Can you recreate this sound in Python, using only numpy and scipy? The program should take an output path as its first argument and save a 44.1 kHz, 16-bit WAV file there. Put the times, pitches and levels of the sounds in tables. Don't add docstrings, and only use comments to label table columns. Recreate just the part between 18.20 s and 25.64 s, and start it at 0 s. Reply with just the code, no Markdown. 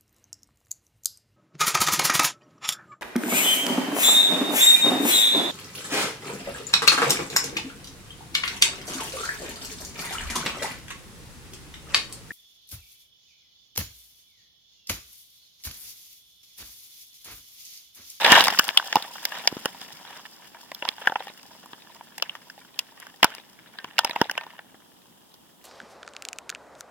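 import sys
import numpy as np
from scipy import signal
from scipy.fft import rfft, irfft
from scipy.io import wavfile
from scipy.ndimage import uniform_filter1d

SR = 44100
rng = np.random.default_rng(int(sys.argv[2]) if len(sys.argv) > 2 else 0)


def generate_wav(sig):
    pcm = np.round(np.clip(np.atleast_2d(sig).T, -1, 1) * 32767).astype(np.int16)
    wavfile.write(sys.argv[1], SR, pcm)


N = 328104
SIZE, LEAD_S = 4096, 0.003
HZ = np.fft.rfftfreq(SIZE, 1 / SR)

# t/s, peak level/dB, main ring f/Hz, tilt of the upper housing modes/dB,
# thud level against the tearing burst/dB
SNAPS = [(0.048, -2.5, 2800, -34, -36), (0.119, 5.5, 1913, -9.5, -9), (0.206, -2, 3186, -23, -17),
         (0.239, -9.5, 3894, -13, -30), (0.27, -9, 1030, -16, -30), (0.281, -6.5, 1200, -16, -20),
         (0.302, -15, 2800, -25, -35), (0.346, -19.5, 1500, -30, -26), (0.388, -5.5, 2700, -5, -41),
         (0.393, 3, 1674, -10.5, -18), (0.441, -21.5, 2500, 3, -28), (0.48, -15, 851, 7.5, -18),
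         (0.489, -8.5, 1580, -29, -26), (0.573, 4, 3370, -19.5, -36.5), (0.597, -13.5, 1552, -28.5, -25.5),
         (0.726, -11, 1977, -38, -25), (0.756, -0.5, 856, -18, -17), (0.766, -7.5, 675, -27, -7),
         (0.824, -20.5, 2940, -4, -19), (1.052, -11, 3203, -9, -38), (1.274, -2, 3186, -15.5, -30),
         (1.325, -21.5, 810, -21, 18), (1.367, -22, 316, -29, 8), (1.456, -9, 763, -17.5, -9.5),
         (1.615, -30.5, 810, -28, -12), (2.516, -22, 991, -23.5, -18), (2.547, -26, 3070, 2, -51),
         (2.623, -17, 570, -37, -19), (2.651, -18, 1000, -34, -39), (2.688, -7.5, 3300, -19.5, -20.5),
         (2.816, -27.5, 580, -35.5, -19), (2.872, -1, 1480, -34.5, -18.5), (2.896, -20, 910, -33.5, -12),
         (2.92, -18, 750, -46, -22.5), (2.956, -11.5, 833, -54.5, -24.5), (3.004, -24, 770, -43.5, -23),
         (3.099, -32.5, 700, -42.5, -11), (3.458, -32.5, 939, -6.5, -21), (3.532, -28, 850, -33.5, -26),
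         (3.808, -29, 960, -49, -14), (3.98, -22.5, 1668, -3, -26), (4.023, -8.5, 2643, -12.5, -41),
         (4.094, -21.5, 2847, -24.5, -44), (4.299, -30, 1566, -20, -21), (4.59, -9.5, 2760, -8, -39),
         (4.8, -28.5, 1500, 6, -33), (4.867, -30, 1550, -11, -37), (5.029, 4.5, 1582, -26.5, -16),
         (5.043, 2, 1459, -6.5, -11.5), (5.102, -32.5, 1300, -10.5, -17), (5.149, -26.5, 2040, 3, -31),
         (5.586, -23, 1710, -28.5, -28), (5.643, -25, 1040, -25.5, -18), (5.782, -6, 3130, -30.5, -37),
         (5.789, -0.5, 2920, -13, -47), (5.846, -9, 918, -11.5, -21), (5.895, -20, 945, -14, -11),
         (5.96, -13, 1100, -23, -17), (6.014, -2, 934, -16, -2.5), (6.055, -28, 972, -44, -27),
         (6.096, -14, 1754, -31.5, -22), (6.112, -15.5, 984, -8.5, -22), (6.152, -30, 980, -35.5, -15),
         (6.177, -12, 1870, -30.5, -48), (6.21, -24, 2690, -51.5, -37), (6.265, -30, 970, -19, -13),
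         (6.39, -27.5, 1720, -58.5, -19), (6.543, -37, 850, -79, -5.5), (7.14, -39, 990, -10.5, -20)]
SNAP_DECAY_S, SNAP_DECAY_POWER = 0.047, -0.089


def snaps():
    out = np.zeros((2, N + SIZE))
    for s, db, hz, bright_db, thud_db in SNAPS:
        decay_s = SNAP_DECAY_S * (hz / 1e3) ** SNAP_DECAY_POWER
        sound = crack(hz, bright_db, decay_s, thud_db)
        start = round((s + 0.00089 - LEAD_S) * SR)
        peak = abs(sound.mean(0)).max()
        out[:, start:start + SIZE] += sound / peak * gain_of(db)
    return out[:, :N]


TEAR, TRAIL = 0.32, 1.6
BREAK = 1.97
KNOCK = 0.8


def crack(hz, bright_db, decay_s, thud_db):
    t = np.arange(SIZE) / SR - LEAD_S
    a, b, splinters = rng.standard_normal((3, SIZE))
    creak = np.exp(t / 0.0006)
    tearing = gain_of(-60 * t / (TEAR * decay_s))
    burst = np.where(t < 0, creak, tearing)
    onset = round(LEAD_S * SR)
    burst[onset] *= BREAK / abs(a[onset])
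    trail = 0.081 * (t > 0) * splinters ** 2 * gain_of(-60 * t / (TRAIL * decay_s))

    twig = 0.38 + mode(hz, 1.1 * hz) + KNOCK * mode(hz, 0.13 * hz)
    ring = evened(housing(bright_db, 4.26) * twig)
    ring = ring * (1j * HZ / (300 + 1j * HZ)) ** 2

    shove = rfft(np.where(t < 0, 0, t * np.exp(-t / 0.0003)))
    thud = evened(shove * mode(290, 340) * 1j * HZ / (90 + 1j * HZ))
    thud = gain_of(thud_db) * thud * np.linalg.norm(burst)

    dull = 1 / (1 + 1j * HZ / 3500) ** 2
    shared = rfft(a * burst) + dull * rfft(a * trail)
    own = rfft(b * burst) + dull * rfft(b * trail)
    side = a[0]
    return irfft(ports(shared, own, side) * ring + ports(thud, -0.55 * thud, side))


STEADY, PRESS_DB = 0.32, -15.5
SLIP_ONSET_S = 0.00064


def leaves():
    scrape, contact = 0, drag()
    steady = STEADY + np.sqrt(contact / gain_of(PRESS_DB))
    for leaf in range(9):
        slips = np.minimum(rng.exponential(1, N), 2.5) * (rng.random(N) < 12 / SR)
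        slips = uniform_filter1d(slips, 1 + round(SLIP_ONSET_S * SR))
        slips = evened(fading(slips, 0.0049))
        fits = (steady + slips) / np.hypot(steady, 1)

        ticks = gain_of(4.6 * np.minimum(rng.exponential(1, (4, N)), 3.5))
        ticks = ticks * (rng.random((4, N)) < 300 / SR)
        rub = fits * (evened(ticks) + 0.47) * rng.standard_normal((4, N))

        lower_hz = 600 * 7 ** ((leaf + rng.random()) / 9)
        upper_hz = lower_hz * rng.uniform(1.4, 2.6)
        pitches = sum(mode(hz, 0.07 * hz) for hz in (lower_hz, upper_hz))
        scrape = scrape + through(rub, housing(-31.5, 5.2) * (0.35 + 1.5 * pitches))
    rustle_gain = curve(SETTLE, column=2) + gain_of(-20.5) * contact
    return contact * evened(scrape) + crackle(contact) + rustle_gain * rustle()


# t/s at mid-contact, level/dB, contact length/s
SWEEPS = [(0.094, -17, 0.06), (0.155, -12.5, 0.075), (0.317, -31.5, 0.02), (0.762, -36, 0.068),
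          (1.163, -31.5, .02), (1.938, -42, .06), (2.39, -53, .02), (2.677, -40.5, 0.033),
          (2.84, -40.5, 0.0193), (3.021, -45, .09), (4.11, -50.5, 0.084), (4.837, -49.5, 0.072),
          (5.16, -45, 0.022), (5.897, -42.5, .05), (5.988, -39, .03), (6.203, -53.5, 0.026),
          (6.298, -50.5, 0.034)]
# t/s, scrape level/dB, treble rustle level/dB, low thudding level/dB
SETTLE = [(0, -22.5, -44, -59), (0.1, -58, -44, -33), (0.25, -32.5, -35, -49), (0.6, -45, -44.5, -76),
          (1.35, -44, -47, -56), (2.2, -53.5, -55, -67.5), (3.4, -54, -56, -63), (4.0, -55, -59.5, -67),
          (5.2, -57.5, -62, -65.5), (6.1, -48, -83, -60), (6.7, -65, -65, -67), (7.44, -66, -69.5, -69.5)]
RISE_DB_PER_S, FALL_DB_PER_S = 199, 243.5
SHIVER_DB, SHIVER_FALL_DB_PER_S = -40, 141.5


def drag():
    t = np.arange(N) / SR
    power = curve(SETTLE, column=1) ** 2
    for s, db, length in SWEEPS:
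        early = np.maximum(s - length / 2 - t, 0)
        late = np.maximum(t - s - length / 2, 0)
        power = power + gain_of(db - RISE_DB_PER_S * early - FALL_DB_PER_S * late) ** 2
    for s, db, *_ in SNAPS:
        fall_db = SHIVER_FALL_DB_PER_S * np.maximum(t - s, 0)
        power = power + (t > s) * gain_of(db + SHIVER_DB - fall_db) ** 2
    return np.sqrt(power)


CRACKLES_PER_S, CRACKLE_DECAY_S = 480, 0.027


def crackle(contact):
    out = 0
    for hz in np.geomspace(600, 4000, 16):
        sizes = gain_of(4.1 * np.minimum(rng.exponential(1, N), 3))
        sizes = sizes * (rng.random(N) < CRACKLES_PER_S / 16 / SR)
        grain = evened(crack(hz, -36.5, CRACKLE_DECAY_S, -19.0))[:, :1024] / np.sqrt(SIZE)
        out = out + signal.oaconvolve((contact * sizes)[None], grain, axes=1)[:, :N]
    return gain_of(-3.5) / 3 * out * np.sqrt(SR / CRACKLES_PER_S)


def rustle():
    ticks = np.minimum(rng.exponential(1, N), 3) * (rng.random(N) < 25 / SR)
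    ticks = fading(ticks, 0.002)
    treble = (HZ / 5000) ** 4 / (1 + (HZ / 5000) ** 4)
    out = 0
    for spot in range(3):
        drift = evened(uniform_filter1d(rng.standard_normal(N), 700))
        stir = gain_of(4.0 * drift) + 2.5 * ticks
        out = out + through(stir * rng.standard_normal((4, N)), housing(-32.0, 2.4) * treble)
    return evened(out)


# f/Hz, 60 dB decay time t/s
STEM = [(1567, 0.073), (1814, 0.23)]
# t/s, first mode level/dB, second mode level/dB
FLICKS = [(5.587, -33.5, -45), (5.793, -52, -36.5), (6.177, -27.5, -37.5)]


def stem():
    out, t = np.zeros(N), np.arange(SR // 4) / SR
    for s, *levels_db in FLICKS:
        for db, (hz, t60) in zip(levels_db, STEM):
            ring = np.sin(2 * np.pi * (hz * t + rng.random()))
            out[round(s * SR):][:len(t)] += gain_of(db - 60 * t / t60) * ring
    return out


# f/Hz, relative level/dB
PUSH = [(30, -15.5), (80, -10), (200, 12), (400, 0.5), (900, -28.5)]


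def push():
    lumps = gain_of(3.0 * evened(uniform_filter1d(rng.standard_normal(N), 1200)))
    pair = coloured(PUSH)
    thudding = lumps * (pair + 0.48 * pair[::-1])
    return curve(SETTLE, column=3) * evened(thudding)


# f/Hz, relative level per Hz/dB
HISS = [(18, -66.5), (30, -17), (236, 2), (543, -5.5), (963, -5), (2220, -20.5), (3200, -7.5),
        (4260, -17.5), (8400, -16), (15300, -16.5)]


def hiss():
    return gain_of(-56.5) * coloured(HISS)


# f/Hz, bandwidth/Hz, level/dB
HOUSING = [(540, 260, -10.5), (913, 240, -5), (1580, 476, -7), (1970, 805, -10), (2888, 372, -2.5),
           (3443, 347, -1), (5105, 660, 3.5), (7355, 600, 0), (9270, 450, 1.5), (11380, 290, 0.5),
           (14250, 1600, -2.5)]


def housing(bright_db, spread_db):
    place_db = spread_db * rng.standard_normal(len(HOUSING))
    out = 0
    for k, (hz, width, db) in enumerate(HOUSING):
        height = np.clip(np.log(hz / 2400) / 1.43, 0, 1) ** 0.87
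        out = out + (-1) ** k * gain_of(db + place_db[k] + bright_db * height) * mode(hz, width)
    return out


# f/Hz, likeness 0-1, lead of the nearer port/rad
PORTS = [(60, .6, 0), (300, .93, 0), (700, .98, .1), (1500, .85, .5), (2800, .6, 1.2), (4200, .6, 2.4),
         (8500, .6, 3.1), (11500, .75, 6.2)]


def ports(a, b, side):
    same = np.clip(read(PORTS, HZ), 0, 1)
    lag = np.exp(-1j * read(PORTS, HZ, axis=2))
    far = same * a * lag + np.sqrt(1 - same ** 2) * b
    return np.array([a, far])[::1 if side > 0 else -1]


def through(noises, response):
    one, other = (irfft(ports(response, 0 * response, side)) for side in (1, -1))
    own = irfft(ports(0 * response, response, 1))[1]
    out = signal.oaconvolve(noises[0][None], one, axes=1)
    out = out + signal.oaconvolve(noises[1][None], other, axes=1)
    out = out + signal.oaconvolve(noises[:1:-1], own[None], axes=1)
    return evened(out)[:, :N]


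def mode(hz, width):
    return 1j * HZ * width / (hz ** 2 - HZ ** 2 + 1j * HZ * width)


def coloured(points):
    hz = np.fft.rfftfreq(N, 1 / SR)
    spectrum = rfft(rng.standard_normal((2, N))) * gain_of(read(points, hz))
    return evened(irfft(spectrum, N))


def fading(impulses, seconds):
    return signal.lfilter([1], [1, -np.exp(-1 / (seconds * SR))], impulses)


def curve(rows, column):
    table = np.transpose(rows)
    return gain_of(np.interp(np.arange(N) / SR, table[0], table[column]))


def read(points, hz, axis=1):
    table = np.transpose(points)
    return np.interp(np.log(hz + 1), np.log(table[0] + 1), table[axis])


def gain_of(db):
    return 10 ** (np.asarray(db) / 20)


def evened(x):
    return x / np.sqrt(np.mean(abs(x) ** 2) + 1e-20)


def scene():
    return snaps() + leaves() + stem() + push()


def roll_off(x):
    return signal.sosfilt(signal.butter(12, 16650, fs=SR, output="sos"), x)


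def record(dry):
    peak = 0.97
    mix = peak * np.tanh((dry + hiss()) / peak)
    return roll_off(mix)


dry = scene()
out = record(dry)
generate_wav(out)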